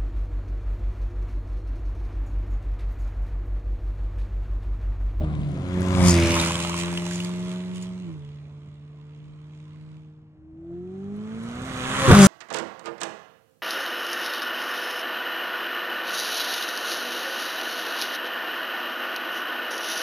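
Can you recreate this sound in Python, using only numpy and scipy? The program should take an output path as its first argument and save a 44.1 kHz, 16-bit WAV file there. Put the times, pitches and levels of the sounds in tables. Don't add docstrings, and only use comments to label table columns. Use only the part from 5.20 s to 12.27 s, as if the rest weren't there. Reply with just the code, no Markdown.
import sys
import numpy as np
from scipy import signal
from scipy.fft import rfft, irfft, next_fast_len
from scipy.io import wavfile
from scipy.ndimage import uniform_filter1d, map_coordinates

SR = 44100
rng = np.random.default_rng(int(sys.argv[2]) if len(sys.argv) > 2 else 0)


def output_pcm(signal):
    pcm = np.clip(np.atleast_2d(signal).T, -1, 1) * 32767
    wavfile.write(sys.argv[1], SR, np.round(pcm).astype(np.int16))


def level_to_linear(level):
    exponent = np.asarray(level, float) / 20
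    return 10 ** exponent


N = 311783


def unit(x):
    return x / np.sqrt(np.mean(x ** 2) + 1e-20)


def curves(rows):
    s, *cols = np.transpose(rows)
    return [np.interp(np.arange(N) / SR, s, c) for c in cols]


def wobble(rate):
    knots = rng.standard_normal(int(N * rate / SR) + 4)
    return map_coordinates(knots, [np.arange(N) * rate / SR])


def coloured(x, spectrum):
    m = next_fast_len(N + 8192)
    f, db = np.transpose(spectrum)
    gain = level_to_linear(np.interp(np.log(np.fft.rfftfreq(m, 1 / SR) + 1), np.log(f + 1), db))
    return unit(irfft(rfft(x, m) * gain, m)[..., :N])


def spread(alike, patchy_db):
    z = signal.stft(rng.standard_normal((2, N)), nperseg=512)[2]
    patches = uniform_filter1d(rng.standard_normal(z.shape[1:]), size=4, axis=0)
    patches = uniform_filter1d(patches, size=22, axis=1)
    a, b = signal.istft(z * level_to_linear(patchy_db * unit(patches)), nperseg=512)[1][:, :N]
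    turn = np.arccos(np.clip(alike, -1, 1)) / 2
    return np.cos(turn) * a + np.sin(turn) * np.array([b, -b])


def car(drive, law, path, shift, uneven, upper, roar, hiss, start, lean, abeam, scatter_db, pulsed, patchy_db):
    # (time [s], length [s], jet noise gain [dB])
    surges = [(1.439, 0.02, 3), (1.597, 0.033, 8), (1.777, 0.024, 3.5), (1.964, 0.12, 8),
              (2.058, 0.023, 3.5), (2.326, 0.036, 3), (2.561, 0.026, 8.5), (2.632, 0.029, 10.5),
              (4.36, 0.042, 2.5), (4.621, .1, -0.5)]
    # (time [s], note left-right [dB], noise left-right [dB])
    bearing = [(0.0, 0, 4), (0.7, -1.2, 8), (1.16, -1, -1), (1.45, 2, -3.5), (2.8, -2.3, -5), (5.4, .3, -6),
               (6.28, -2, -3.5), (6.5, -0.2, -6.5), (7.07, 1.5, 0.2)]
    # (frequency [Hz], density [dB per Hz])
    rasp_colour = [(1120, -25), (1900, -5), (2340, -2), (3330, -2.5), (4270, -8), (4600, -11),
                   (5980, -37.5), (10100, -120)]
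    # (frequency [Hz], density [dB per Hz])
    rumble_colour = [(18, -46), (30, -17), (91, -0.5), (194, 0), (302, -10), (366, -9.5), (488, -14),
                     (642, -12.5), (800, -18.5), (1040, -66), (1760, -120)]

    t = np.arange(N) / SR
    side = np.array([[1], [-1]])
    hz, db2, db4, rasp_db = curves(drive)
    pass_s, pass_length_s, flare_s, flare_length_s, flare_db = path
    shift_s, shift_length_s, bark_db, thump_db, swap_db = shift

    along = (t - pass_s) / pass_length_s
    front = .5 - .5 * np.tanh(along)
    near_db = -10 * np.log10(1 + along ** 2)
    db1, db3, odd_db, even_db, rumble_db, roar_db, hiss_db = [
        db + ahead * front + a * near_db + b * (db4 + 40) + c * (rasp_db + 40)
        for db, ahead, a, b, c in law]
    hiss_db = hiss_db + flare_db * np.exp(-((t - flare_s) / flare_length_s) ** 2)

    def bark(late_s):
        attack = (t - shift_s - late_s) / .006
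        release = 1 + (shift_s + late_s + shift_length_s - t) / .025
        return np.clip(np.minimum(attack, release), 0, 1)

    db1, db3 = db1 + bark_db * bark(0), db3 + bark_db * bark(0)
    rumble_db = rumble_db + thump_db * bark(.025)
    geared = np.clip((t - shift_s) / shift_length_s, 0, 1)
    odd_db, even_db = odd_db - swap_db * geared, even_db + swap_db * geared
    surge_db = sum(db * np.exp(-((t - s) / length) ** 2) for s, length, db in surges)
    rasp_db, hiss_db = rasp_db + 0.62 * surge_db, hiss_db + surge_db

    turns = np.cumsum(hz * (1 + 0.0018 * wobble(25))) / SR + start
    orders = [(1, db1), (2, db2), (3, db3), (4, db4)]
    orders += [(k, db2 + db + 2 * wobble(8)) for k, db in uneven]
    for family, family_db in zip(upper, (odd_db, even_db)):
        orders += [(k, family_db + db + 2.1 * wobble(9)) for k, db in family]
    behind = np.clip((t - abeam) / 0.13, 0, 1)
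    note = 0
    for k, db in orders:
        level = level_to_linear(db + 0.31 * wobble(30))
        unlocked = (k > 2) * behind * rng.uniform(-np.pi, np.pi)
        scattered = 0.22 * side * wobble(6.6)
        note = note + level * np.cos(2 * np.pi * k * turns - lean * k * k + unlocked + scattered)

    turns = turns + 0.028
    gusts = 0.55 * wobble(11)
    rasp = blowdowns(turns, scatter_db, pulsed) * spread(.62, patchy_db)
    jet = level_to_linear(rasp_db + gusts) * coloured(rasp, rasp_colour)
    near = coloured(blowdowns(turns, scatter_db, pulsed) * spread(.5, patchy_db), hiss)
    far = np.clip((-51.5 - hiss_db) / 22, 0, 1) * (abeam > 0)
    jet += level_to_linear(hiss_db + gusts) * ((1 - far) * near + far * unit(uniform_filter1d(near, size=3)))
    roaring = blowdowns(turns, scatter_db, 0.3 * pulsed) * spread(0.52, patchy_db)
    jet += level_to_linear(roar_db + 0.39 * gusts) * coloured(roaring, roar)
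    road = level_to_linear(rumble_db + 4.5) * coloured(spread(0.99, patchy_db=3.0), rumble_colour)

    since = t - drive[0][0] + (drive[0][0] < .01)
    left = drive[-1][0] - t + (drive[-1][0] > 7)
    on = np.clip(np.minimum(since, left) / .1, 0, 1)
    note_pan_db, noise_pan_db = curves(bearing)
    tonal = (np.sqrt(2) * note + road) * level_to_linear(side * note_pan_db / 2)
    return on * (tonal + jet * level_to_linear(side * noise_pan_db / 2))


def blowdowns(turns, scatter_db, pulsed):
    cylinders = [2.5, -1.5, .5, -1.5]
    shot = turns.astype(int)
    chance = rng.uniform(-1.7, 1.7, shot[-1] + 1)[shot]
    sizes = level_to_linear(np.take(cylinders, shot % len(cylinders)) + scatter_db * chance)
    u = (turns % 1) / 0.1
    return unit(np.abs(1 - pulsed) + pulsed * 3 * sizes * u * np.exp(1 - u))


def crackles():
    # (time [s], peak level [dB], centre [Hz])
    single = [(0.0425, -43.5, 3220), (0.1291, -45.5, 3380), (0.2149, -41.5, 3150), (0.606, -31.5, 9740),
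              (0.8476, -25, 1920), (0.8606, -27.5, 902), (0.8706, -31.5, 1150), (0.882, -27.5, 974),
              (0.8935, -16.5, 6150), (0.907, -10.5, 6760), (0.9858, -19.5, 2176), (1.048, -19.5, 2426),
              (1.1983, -13.5, 3800), (1.3069, -21, 1150), (1.3776, -24.5, 980), (1.598, -32, 7000),
              (1.7272, -29, 1117), (1.7389, -30.5, 1143), (1.7746, -18, 3070), (1.9109, -27.5, 1775),
              (1.9571, -29.5, 6810), (2.0028, -22, 2940), (2.6263, -33, 6955), (5.965, -52.5, 10400),
              (6.2317, -46.5, 9870), (6.912, -7.5, 668), (6.9135, -9, 1350), (6.918, -8, 1320),
              (6.9315, -12.5, 1250), (6.949, -5.5, 1150)]
    out = np.zeros((2, N + SR))
    t = np.arange(SR // 40) / SR
    spit_band = signal.butter(2, [2500, 9000], "bandpass", fs=SR, output="sos")
    for s, db, hz in single + knocks():
        shape = level_to_linear(db - 60 * t / 0.025) * (1 - np.exp(-t / .0004))
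        hiss = rng.standard_normal((3, len(t)))
        ring = np.sin(2 * np.pi * hz * t + np.cumsum(0.15 * hiss[0]))
        spit = signal.sosfilt(spit_band, hiss[1:])
        first = round(s * SR)
        out[:, first:first + len(t)] += shape * (ring + .3 * spit)
    return out[:, :N]


def knocks():
    count, first_s, cycle_s, quickens_s = 23, 1.1634, .04799, 7.5e-5
    k = np.arange(count)
    chance = rng.standard_normal((count, 2))
    s = first_s + k * (cycle_s - k * quickens_s)
    db = -18 - 1.04 * k + 2.5 * chance[:, 0]
    hz = 1086 * (1 + 0.032 * chance[:, 1])
    return list(zip(s, db, hz))


def sweep():
    centre_s, length_s, level_db = 1.05, .2, -33
    centre_hz, climb_hz_per_s, width_hz = 2540, 2500, 900
    t = np.arange(N) / SR - centre_s
    hz = np.clip(centre_hz + climb_hz_per_s * t, 0, 4 * centre_hz)
    phase = 2 * np.pi * np.cumsum(hz) / SR
    band = [wobble(width_hz) * np.cos(phase) + wobble(width_hz) * np.sin(phase) for _ in range(2)]
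    return level_to_linear(level_db) * np.exp(-(t / length_s) ** 4) * unit(np.array(band))


def road_notch(x):
    notch_hz, width_hz, share = 4464, 210, .85
    b, a = signal.iirpeak(notch_hz, notch_hz / width_hz, fs=SR)
    return x - share * signal.lfilter(b, a, x)


def wind():
    # (time [s], peak level [dB], rise [dB per s], fall [dB per s])
    wake = [
        (0.0, -27, 300, 60),
        (.92, -55, 25, 45),
        (6.96, -37.5, 170, 45),
    ]
    # (frequency [Hz], density [dB per Hz])
    buffet = [(12, -22.5), (25, -9), (50, 5.5), (80, -11), (150, -83)]
    t = np.arange(N) / SR
    pushes = sum(level_to_linear(db - rise * np.maximum(s - t, 0) - fall * np.maximum(t - s, 0))
                 for s, db, rise, fall in wake)
    breeze = level_to_linear(-70.5 + 1.5 * wobble(6.1))
    return (pushes + breeze) * coloured(spread(0.98, patchy_db=-2.5), buffet)


def open_fields():
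    # (frequency [Hz], density [dB per Hz])
    still_air = [(20, -22), (140, -3), (400, -28.5), (1000, -28), (2500, -39.5), (5000, -51),
                 (10000, -64.5), (12500, -76.5)]
    return level_to_linear(-58) * coloured(spread(0.95, patchy_db=0.4), still_air)


def spaced_pair(x):
    # (time [s], lag [samples])
    left_lag = [(0, -10), (.7, -7), (.95, -1), (1.15, 3.5), (1.5, 5), (6.6, 6), (6.9, 4), (7.07, 1)]
    lag, = curves(left_lag)
    left = map_coordinates(x[0], [np.arange(N) - lag / 2], mode="mirror")
    right = map_coordinates(x[1], [np.arange(N) + lag / 2], mode="mirror")
    return np.array([left, right])


def scene():
    # (time [s], bank firing rate [Hz], order 2 = note [dB], order 4 = octave [dB], jet rasp [dB])
    earlier = [(0.0, 78.1, -31, -36.5, -57.5), (0.12, 75.16, -29.5, -42.5, -56.5),
               (0.292, 72.4, -27.5, -44.5, -56.5), (0.5, 68.6, -37, -44, -66)]
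    leaving = [(0.25, 88.54, -30, -38, -59), (0.414, 90.2, -41, -46.5, -54), (0.586, 90.7, -25, -33.5, -47),
               (0.726, 91.7, -27.5, -35, -41.5), (0.87, 88.57, -13.5, -28, -32.5),
               (0.96, 85.1, -25, -22.5, -34), (1.034, 84.56, -35.5, -23, -32.5),
               (1.2, 84.1, -29.5, -31, -29), (1.36, 85.2, -31.5, -39.5, -35.5),
               (1.62, 86.27, -30.5, -36.5, -40), (2.02, 88.1, -29.5, -41, -47.5),
               (2.28, 90.2, -30.5, -42.5, -49), (2.82, 91.36, -35, -52, -58.5),
               (2.9, 81.8, -35.5, -40.5, -60), (3.0, 72.5, -38.5, -61, -63), (3.6, 73.44, -44, -62.5, -69),
               (4.74, 76.7, -42.5, -56.5, -65.5), (5.25, 76.76, -56, -63, -93)]
    coming = [(5.1, 76.13, -59.5, -55.5, -97.5), (5.346, 80.46, -56.5, -46, -86.5),
              (5.538, 86.14, -43.5, -36, -75), (5.918, 101.7, -34, -43.5, -64),
              (6.3, 117.7, -35.5, -51, -50.5), (6.466, 130.7, -39, -53, -44.5),
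              (6.64, 125.5, -36.5, -42, -39), (6.72, 132.9, -37, -55, -34.5),
              (6.856, 134.3, -36.5, -23, -28.5), (6.882, 130.2, -23, -29.5, -26),
              (6.908, 116.7, -34, -21.5, -24), (6.948, 101.1, -14, -28, -24),
              (6.998, 101.1, -7.5, -20, -24), (7.04, 97.4, -9, -18.5, -23.5),
              (7.07, 95.4, -9.5, -33.5, -25)]
    # (level [dB], extra from the front [dB], per nearness [dB/dB], per octave [dB/dB], per rasp [dB/dB])
    law_earlier = [(-27.5, 5, 1.5, 0.0011, 0.068), (-44, 2, 1.5, 0, 0.041), (-60, -2, 0, 0, 0),
                   (-64, 0, 7, 0.0041, 0), (-33, 0.5, 0.75, 0.0052, 0.17), (-37, -7, 1, 0, 0.5),
                   (-56.5, -2, 0, 0, .6)]
    law_leaving = [(-19, 0.2, 1.63, .01, .01), (-30, 1.2, 1.31, .1, 0.011), (-51, -3, -0.33, .9, 0.46),
                   (-43, 4, 0.87, .01, 0.37), (-32.5, 2, 1.04, .01, 0.24), (-38, 4, 0.17, .01, 0.88),
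                   (-43.5, 0.5, -0.036, .01, 1.225)]
    law_coming = [(-33, 3, 0.95, .01, 0.016), (-46, -1.8, .01, .01, 0.57), (-45.5, -5.5, .01, .01, .9),
                  (-44, -5.5, 0.0092, 0.84, .4), (-39.5, -1.5, .01, .01, 0.48), (-36, 1, .01, .01, 0.97),
                  (-46.5, 1, 0.011, .01, 1.055)]
    # (abeam [s], time scale [s], hiss flare [s], flare length [s], flare gain [dB])
    path_earlier = (0, .15, .25, .15, 3)
    path_leaving = (0.89, .15, .894, 0.054, 11)
    path_coming = (6.95, 0.088, 7.07, .08, 11.7)
    # (time [s], length [s], bark of orders 1 and 3 [dB], thump [dB], odd-to-even swap [dB])
    shift_earlier = (.1, .15, 0, 0, 0)
    shift_leaving = (2.83, 0.15, 1.7, 6.2, 8.06)
    shift_coming = (6.876, .034, 20, 17, -4)
    # (order [of bank rate], level under order 2 [dB])
    uneven = [(1.25, -17), (2.751, -27), (3.25, -27), (4.75, -28.5)]
    uneven_coming = [(1.5, -13), (2.5, -27), (3.5, -23), (4.5, -32)]
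    # (order [of bank rate], level [dB])
    upper_leaving = [
        [(5, -6), (7, -1), (9, -19), (10, -10.5)],
        [(6, 4), (8, -7)],
    ]
    upper_coming = [
        [(5, -14.5), (6, 3), (7, -9)],
        [(8, -0.5), (10, -18)],
    ]
    # (frequency [Hz], density [dB per Hz])
    roar_leaving = [(350, -29), (600, -9), (634, -1.5), (770, -12), (805, -4), (1030, 1.5), (1840, -10.5),
                    (2200, -9), (2860, -25.5), (4840, -120)]
    roar_coming = [(350, -11), (600, -7), (809, -10.5), (927, -8), (1020, -2), (1340, -1), (1540, -5),
                   (2200, -12.5), (2860, -47.5), (4840, -120)]
    hiss_leaving = [(2650, -34), (4500, -1.5), (5100, -4.5), (6990, -2.5), (8090, -5.5), (9400, -7),
                    (11000, -17), (12700, -19.5), (15500, -32.5)]
    hiss_coming = [(2650, -44.5), (4500, -2), (5100, -5.5), (6140, 0), (8470, -3.5), (10000, -6.5),
                   (13600, -22), (15500, -32.5)]

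    x = car(earlier, law_earlier, path_earlier, shift_earlier, uneven, ([(4.3, -18)], [(5.2, -13)]),
            roar_leaving, hiss_leaving, start=0.437, lean=0.65, abeam=0,
            scatter_db=6.5, pulsed=0.18, patchy_db=-1.0)
    x -= car(leaving, law_leaving, path_leaving, shift_leaving, uneven, upper_leaving,
             roar_leaving, hiss_leaving, start=0.702, lean=0.068, abeam=0.84,
             scatter_db=4.5, pulsed=0.25, patchy_db=1.7)
    x += car(coming, law_coming, path_coming, shift_coming, uneven_coming, upper_coming,
             roar_coming, hiss_coming, start=.3, lean=0.1, abeam=8,
             scatter_db=5.5, pulsed=0.14, patchy_db=0.9)
    x = road_notch(x)
    x += sweep() + crackles() + wind() + open_fields()
    return spaced_pair(x)


def low_pass(x):
    return signal.sosfilt(signal.butter(12, 15690, fs=SR, output="sos"), x)


def record(dry):
    dry = dry * np.clip(np.arange(N) / SR / .004, 0, 1)
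    held = dry / (1 + np.abs(dry / 1.1) ** 6) ** (1 / 6)
    return low_pass(held)


dry = scene()
out = record(dry)
output_pcm(out)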